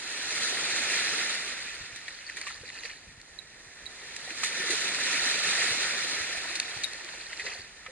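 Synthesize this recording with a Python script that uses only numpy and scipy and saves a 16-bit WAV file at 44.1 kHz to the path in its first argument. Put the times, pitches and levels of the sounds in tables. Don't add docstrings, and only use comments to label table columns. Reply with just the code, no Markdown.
import sys
import numpy as np
from scipy import signal
from scipy.fft import rfft, irfft, next_fast_len
from scipy.io import wavfile
from scipy.ndimage import uniform_filter1d, map_coordinates

SR = 44100
rng = np.random.default_rng(int(sys.argv[2]) if len(sys.argv) > 2 else 0)


def inscribe(sig):
    pcm = np.round(np.clip(np.atleast_2d(sig).T, -1, 1) * 32767)
    wavfile.write(sys.argv[1], SR, pcm.astype(np.int16))


N = 348831

# break_s, run_up_s, crest_db, ebb_db_per_s
WAVES = [(0.37, 0.82, -29, 24.5), (4.67, 1.155, -29.5, 13)]
# share_db (against the wave at its crest), growth_db_per_db (of the wave),
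# early_s (by which it comes and goes early)
CHURN_LAW = (-14, 1.1, 0.084)
WASH_LAW = (-1.13, 0.98, 0.029)
FIZZ_LAW = (-5.5, 1.077, 0.074)
FAR_LAW = (-16.5, 0.27, 0.13)

# freq_hz, level_db
CHURN_SPECTRUM = [(40, -30), (100, 6), (135, -5), (200, -3.5), (400, -0.5), (1050, 6.5), (1350, -20),
                  (2000, -28)]
# freq_hz, level_db
WASH_SPECTRUM = [(600, -21), (1000, -13), (1350, 2), (1800, -4), (2800, -5.5), (3600, -9), (5500, -4),
                 (11000, -44)]
# freq_hz, level_db
FIZZ_SPECTRUM = [(1500, -31), (2800, -8), (3800, -1), (5000, 1.5), (7500, 1.5), (11000, 1.5)]
# freq_hz, level_db
FAR_SPECTRUM = [(150, -4.5), (400, 0.5), (800, 3), (1350, 4), (1800, 3.5), (2500, -9), (4000, -3.5),
                (6000, 0.5), (11000, -2.5)]
# freq_hz, level_db
RUMBLE_SPECTRUM = [(15, -18), (30, -1), (60, -3.5), (120, -6.5), (250, -9), (600, -21.5), (1500, -31)]
# freq_hz, level_db
THUD_SPECTRUM = [(20, -16), (50, -3), (85, 2.5), (130, -3), (220, -22), (600, -35), (2000, -70)]
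# freq_hz, level_db
PLASTIC_SPECTRUM = [(500, -15), (1700, -11), (2400, -2), (3200, -11), (4350, 2.5), (5500, -1), (11000, -5)]
# freq_hz, level_db
SPATTER_SPECTRUM = [(200, -24), (800, -6.5), (1800, 8.5), (2700, 1), (3600, -5.5), (4500, -4),
                    (6000, -10.5), (11000, -23)]
# freq_hz, level_db
SLOSH_SPECTRUM = [(300, -24), (1000, -7), (1500, -10.5), (2000, -11), (2800, -8), (3600, -11.5),
                  (4500, -0.5), (5500, 2), (11000, -3.5)]

# freq_hz, left_db, right_db
PORT_RESPONSE = [(95, -20.5, -15.5), (384, -3.5, -5), (720, -8, -4.5), (1040, -9.5, -10.5),
                 (1326, -14, -10.5), (1675, -9, -3.5), (1794, 2, 1), (2190, -1, -1), (2470, -1.5, 2.5),
                 (3060, -4, -7), (3920, -1, -0.5), (4455, -1, -1.5), (5120, -10.5, -10.5), (5820, -7, -5),
                 (7330, -12.5, -4), (8100, -21.5, -11), (8630, -21, -6.5), (9680, -24.5, -10.5),
                 (11700, -26, -15.5)]
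# freq_hz, coherence (0 to 1), left_lead_rad
SHORE = [(450, .9, 0), (850, .43, .9), (1150, .34, -.8), (1450, .69, .9), (1800, .95, .1), (2500, .86, .3),
         (2900, .1, 0), (3600, .5, 4), (4400, .7, 3.2), (5100, .34, 3.5), (5800, .87, 3.4),
         (7300, .73, 2.1), (9000, .62, 1.5), (10200, .36, -2.9)]
# freq_hz, coherence (0 to 1), left_lead_rad
AHEAD = [(400, .5, .1), (1350, .3, -1.1), (1750, .96, .1), (2550, .92, .5), (3100, .45, -.1),
         (4400, .78, -1.6), (5200, .55, -2.2), (6000, .83, -3.2), (7500, .62, -4.2), (9000, .52, -4.9),
         (10200, .2, -8.8)]

# start_s, peak_db
BUMPS = [(1.801, -46), (1.927, -52), (2.489, -55), (2.604, -50), (3.071, -48), (3.177, -49), (3.664, -53),
         (3.836, -50), (5.708, -42.5), (6.203, -47.5), (6.367, -49), (6.759, -45), (7.587, -47)]
# start_s, peak_db, t60_s
CLICKS = [(2.414, -33.5, .014), (3.215, -41, .012), (3.857, -40, .02), (6.554, -26.5, 0.073),
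          (6.5996, -18, 0.013), (6.836, -26, 0.061), (6.934, -33, .017), (7.046, -34, 0.011)]
# start_s, level_db, pitch_hz, t60_s, left_minus_right_db, hardness_db_per_octave
CLINKS = [(2.265, -28, 4470, 0.041, 2, 1), (3.388, -30.5, 3870, 0.048, -20, -1.5),
          (3.862, -25.5, 3890, 0.04, -13, -3), (4.016, -39, 3760, .05, -5, -10),
          (6.841, -20, 3760, 0.053, 19.5, 2)]
# pitch_ratio, level_db, t60_share
STEEL_MODES = [(0.998, -7.5, 1.26), (0.995, -26, 4.5), (1.036, -8, 0.79), (1.09, -6.5, 0.32),
               (1.99, -24.5, .7), (2.79, -18, 0.57)]
# start_s, level_db, pitch_hz (at the start)
GULPS = [(2.413, -29, 2090), (2.467, -30, 1144), (2.505, -34.5, 1310), (2.634, -39.5, 485),
         (4.276, -37, 736), (4.311, -39.5, 330), (4.433, -25.5, 1270), (4.51, -35, 543), (4.597, -30, 363),
         (4.637, -36, 455), (4.698, -27, 347), (4.715, -33, 460), (4.732, -32, 422), (7.861, -32.5, 1245),
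         (7.884, -37, 503)]
# slap_s, level_db, spray_db (against level_db), t60_s
SLAPS = [(1.961, -31, -7, 0.045), (2.081, -26, -15, .05), (2.298, -24, -18, 0.017),
         (2.369, -26, -10.5, 0.15), (2.414, -29, -9, .035), (2.468, -28.5, -10, 0.21),
         (2.701, -28.5, -25, 0.029), (2.854, -25.5, -21, 0.084), (2.897, -31.5, -30, 0.043),
         (3.2, -42.5, -14, .04), (4.164, -30.5, -2.5, 0.036), (4.305, -26.5, -25, .035),
         (4.434, -22, -2, 0.21), (4.705, -20.5, -5.5, 0.19), (6.682, -28, -22, .06),
         (7.089, -29, -26, 0.033), (7.331, -24, -27, 0.042), (7.396, -22, -22, .1),
         (7.464, -24.5, -18, 0.12), (7.863, -28.5, -36, 0.046)]
# fastest_s, slosh_db, swing_s, gurgle_db
STRIDES = [(2.12, -52, 0.29, -77), (2.5, -45.5, .45, -65), (2.865, -42, 0.31, -59), (6.45, -64, .4, -53),
           (6.78, -47, 0.6, -54), (7.09, -57, 0.17, -56), (7.5, -39, 0.43, -52.5)]

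BUILD_DB_PER_S = 24
SWELL_DB, SWELL_S = 5, 0.56
TURN_S = 0.42
BACKWASH_DB, BACKWASH_DB_PER_S = -16.5, 6
GULP_T60_S, GULP_HZ, GULP_DAMPING = 0.069, 350, 0.35
SWING_DB, SETTLE_DB_PER_S = 14, 110
GURGLES_PER_S = 60
TOP_HZ = 11060


def amp(db):
    return 10 ** (np.asarray(db) / 20)


def unit(x):
    return x / np.sqrt(np.mean(x ** 2) + 1e-20)


def at_peak(x, db):
    loudest = uniform_filter1d(np.mean(x ** 2, 0), SR // 500).max()
    return x * amp(db) / np.sqrt(loudest)


def along(points, hz):
    f, v = np.transpose(points)
    return np.interp(np.log(hz + 1), np.log(f + 1), v)


def wobble(rate):
    knots = rng.standard_normal(int(N * rate / SR) + 4)
    return map_coordinates(knots, [np.arange(N) * rate / SR])


def add(track, s, sound):
    part = track[..., round(s * SR):][..., :sound.shape[-1]]
    part += sound[..., :part.shape[-1]]


def fade(t, t60):
    return np.exp(-np.log(1000) * t / max(t60, 1e-3))


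def coloured(x, spectrum):
    n = x.shape[-1]
    m = next_fast_len(n + 2048)
    gain = amp(along(spectrum, np.fft.rfftfreq(m, 1 / SR)))
    return irfft(rfft(x, m) * gain, m)[..., :n]


def ports(pair, spectrum, direction):
    n = pair.shape[-1]
    m = next_fast_len(n + 2048)
    hz = np.fft.rfftfreq(m, 1 / SR)
    response, agree = np.array(PORT_RESPONSE), np.array(direction)
    turn = np.arccos(np.clip(along(agree[:, :2], hz), 0, 1)) / 2
    lead = np.exp(.5j * along(agree[:, ::2], hz))
    a, b = rfft(pair, m) * amp(along(spectrum, hz))
    shared, apart = a * np.cos(turn), b * np.sin(turn)
    left = (shared + apart) * lead * amp(along(response[:, :2], hz))
    right = (shared - apart) / lead * amp(along(response[:, ::2], hz))
    return irfft(np.array([left, right]), m)[:, :n]


def bubbles(rate, low_hz, high_hz, cycles, spread_db, size):
    when, pitch, strength, life = rng.random((int(rate * N / SR), 4)).T[:, :, None]
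    hz = low_hz * (high_hz / low_hz) ** pitch
    turns = hz * np.arange(size) / SR
    age = turns / (cycles * (.5 + life))
    gain = amp(-spread_db * np.log(np.maximum(strength, .01)))
    tone = np.sin(2 * np.pi * turns * (1 + 0.026 * np.minimum(age, 2)))
    onset = 1 - np.exp(-2 * turns)
    rings = gain * tone * np.exp(-np.log(1000) * age) * onset
    at = (when * 2 * N).astype(int) + np.arange(size)
    return unit(np.bincount(at.ravel(), rings.ravel(), 2 * N)[:2 * N].reshape(2, N))


def water(grains, spectrum, direction, blur_db, patchy_db):
    mixed = grains + amp(blur_db) * rng.standard_normal((2, N))
    z = signal.stft(mixed, nperseg=512)[2]
    field = uniform_filter1d(rng.standard_normal(z.shape[1:]), 7, 0)
    field = uniform_filter1d(field, 7, 1)
    patchy = signal.istft(z * amp(patchy_db * unit(field)), nperseg=512)[1][:, :N]
    pair = ports(patchy, spectrum, direction)
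    return pair / np.sqrt(np.mean(pair.mean(0) ** 2))


def patter(n, rough_db):
    sizes = np.repeat(rng.standard_normal(n // 32 + 1), 32)[:n]
    return unit(rng.standard_normal((2, n)) * amp(rough_db * np.clip(sizes, -2, 1.5)))


def sea_state(t):
    power = np.zeros(len(t))
    for breaks, run_s, crest_db, ebb_db_per_s in WAVES:
        before, after = np.maximum(breaks - t, 0), np.maximum(t - breaks, 0)
        ebbing = np.maximum(after - run_s, 0)
        rise_db = crest_db - BUILD_DB_PER_S * before - SWELL_DB * np.exp(-after / SWELL_S)
        ebb_db = uniform_filter1d(ebb_db_per_s * ebbing, max(int(TURN_S * SR), 1), mode="nearest")
        backwash_db = rise_db + BACKWASH_DB - BACKWASH_DB_PER_S * ebbing
        power += amp(rise_db - ebb_db) ** 2 + amp(backwash_db) ** 2
    return 10 * np.log10(power + 1e-20)


def stirred(law):
    share_db, growth, early_s = law
    wave_db = sea_state(np.arange(N) / SR + early_s)
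    crest_db = wave_db.max()
    return amp(crest_db + share_db + growth * (wave_db - crest_db))


def surf():
    surge_db = 0.49 * wobble(14) + .4 * wobble(60)
    hush_db = 1.4 * wobble(11) + 0.74 * wobble(45)
    large = bubbles(1000, 142.2, 1170, cycles=13.0, spread_db=0.0, size=1600)
    small = bubbles(3000, 1104, 3650, cycles=32.4, spread_db=1.0, size=600)
    foam = bubbles(6000, 2830, 10450, cycles=15, spread_db=2, size=160)
    churn = water(large, CHURN_SPECTRUM, SHORE, blur_db=8.5, patchy_db=1.0)
    wash = water(small, WASH_SPECTRUM, SHORE, blur_db=10, patchy_db=1.02)
    fizz = water(foam, FIZZ_SPECTRUM, SHORE, blur_db=4, patchy_db=1.05)
    hush = unit(ports(rng.standard_normal((2, N)), FAR_SPECTRUM, SHORE))
    return (stirred(CHURN_LAW) * amp(.5 * surge_db) * churn
            + stirred(WASH_LAW) * amp(surge_db) * wash
            + stirred(FIZZ_LAW) * amp(1.85 * surge_db) * fizz
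            + stirred(FAR_LAW) * amp(hush_db) * hush)


def handling():
    shared, apart = unit(coloured(rng.standard_normal((2, N)), RUMBLE_SPECTRUM))
    apart = amp(-12) * apart
    out = amp(-63 + 1.6 * wobble(11)) * np.array([shared + apart, shared - apart])
    t = np.arange(SR // 4) / SR
    for s, db in BUMPS:
        noise = unit(coloured(rng.standard_normal(len(t)), THUD_SPECTRUM))
        thud = noise * fade(t, 0.08) * (1 - np.exp(-t / .008))
        add(out, s, at_peak(thud[None], db))
    return out


def gear():
    out, t = np.zeros((2, N)), np.arange(SR // 5) / SR
    for s, db, t60 in CLICKS:
        contact = patter(len(t), rough_db=2.5) * fade(t, t60)
        add(out, s, at_peak(ports(contact, PLASTIC_SPECTRUM, AHEAD), db))
    onset = 1 - np.exp(-t / 0.00098)
    for s, db, hz, t60, pan_db, hard_db in CLINKS:
        ring = np.zeros(len(t))
        for ratio, mode_db, share in STEEL_MODES:
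            tone = np.sin(2 * np.pi * (hz * ratio * t + rng.random()))
            ring += amp(mode_db + hard_db * np.log2(ratio)) * tone * fade(t, t60 * share)
        sides = amp([[db + pan_db / 2], [db - pan_db / 2]])
        add(out, s, sides * ring * onset)
    return out


def gulps():
    out, t = np.zeros(N), np.arange(SR // 4) / SR
    onset = 1 - np.exp(-t / 0.0019)
    for s, db, hz in GULPS:
        t60 = GULP_T60_S * (GULP_HZ / hz) ** GULP_DAMPING
        ring = np.sin(2 * np.pi * hz * t * (1 + 1.1 * t))
        puff_spectrum = [(hz / 4, -30), (hz / 2, -4), (hz, 0), (hz * 3, -35)]
        puff = unit(coloured(rng.standard_normal(len(t)), puff_spectrum))
        add(out, s, amp(db - 1.5) * (ring + 0.39 * puff) * fade(t, t60) * onset)
    return out


def slaps():
    lead = SR // 25
    out, t = np.zeros((2, N)), np.arange(-lead, SR // 6) / SR
    gather = amp(-13) * fade(abs(t), .08)
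    for s, db, spray_db, t60 in SLAPS:
        shape = np.where(t < 0, gather, fade(abs(t), t60))
        drops = patter(len(t), rough_db=0.5) * shape
        drops = at_peak(ports(drops, SPATTER_SPECTRUM, AHEAD), db - 6.5)
        spray = patter(len(t), rough_db=3) * shape
        spray = at_peak(ports(spray, FIZZ_SPECTRUM, SHORE), db + spray_db)
        add(out, s - lead / SR, drops + spray)
    return out


def wading():
    t, stir, drag = np.arange(N) / SR, np.zeros(N), np.zeros(N)
    for s, slosh_db, swing_s, gurgle_db in STRIDES:
        growing_db = -SWING_DB * np.maximum(s - t, 0) / swing_s
        settling_db = -SETTLE_DB_PER_S * np.maximum(t - s, 0)
        swing = amp(growing_db + settling_db)
        stir += amp(slosh_db) * swing
        drag += amp(gurgle_db) * swing
    clumps = amp(wobble(45))
    close = bubbles(1300, 1200, 5000, cycles=22, spread_db=2.7, size=600)
    slosh = water(close, SLOSH_SPECTRUM, AHEAD, blur_db=-4, patchy_db=2)
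    pockets = bubbles(GURGLES_PER_S, 282, 980, cycles=28, spread_db=0.5, size=3000)
    gurgle = water(pockets, CHURN_SPECTRUM, AHEAD, blur_db=12, patchy_db=2)
    return clumps * (stir * slosh + drag * gurgle)


def scene():
    return surf() + handling() + gear() + gulps() + slaps() + wading()


def record(dry):
    m = next_fast_len(N + 8192)
    hz = np.fft.rfftfreq(m, 1 / SR)
    return irfft(rfft(dry, m) / np.sqrt(1 + (hz / TOP_HZ) ** 240), m)[:, :N]


dry = scene()
out = record(dry)
inscribe(out)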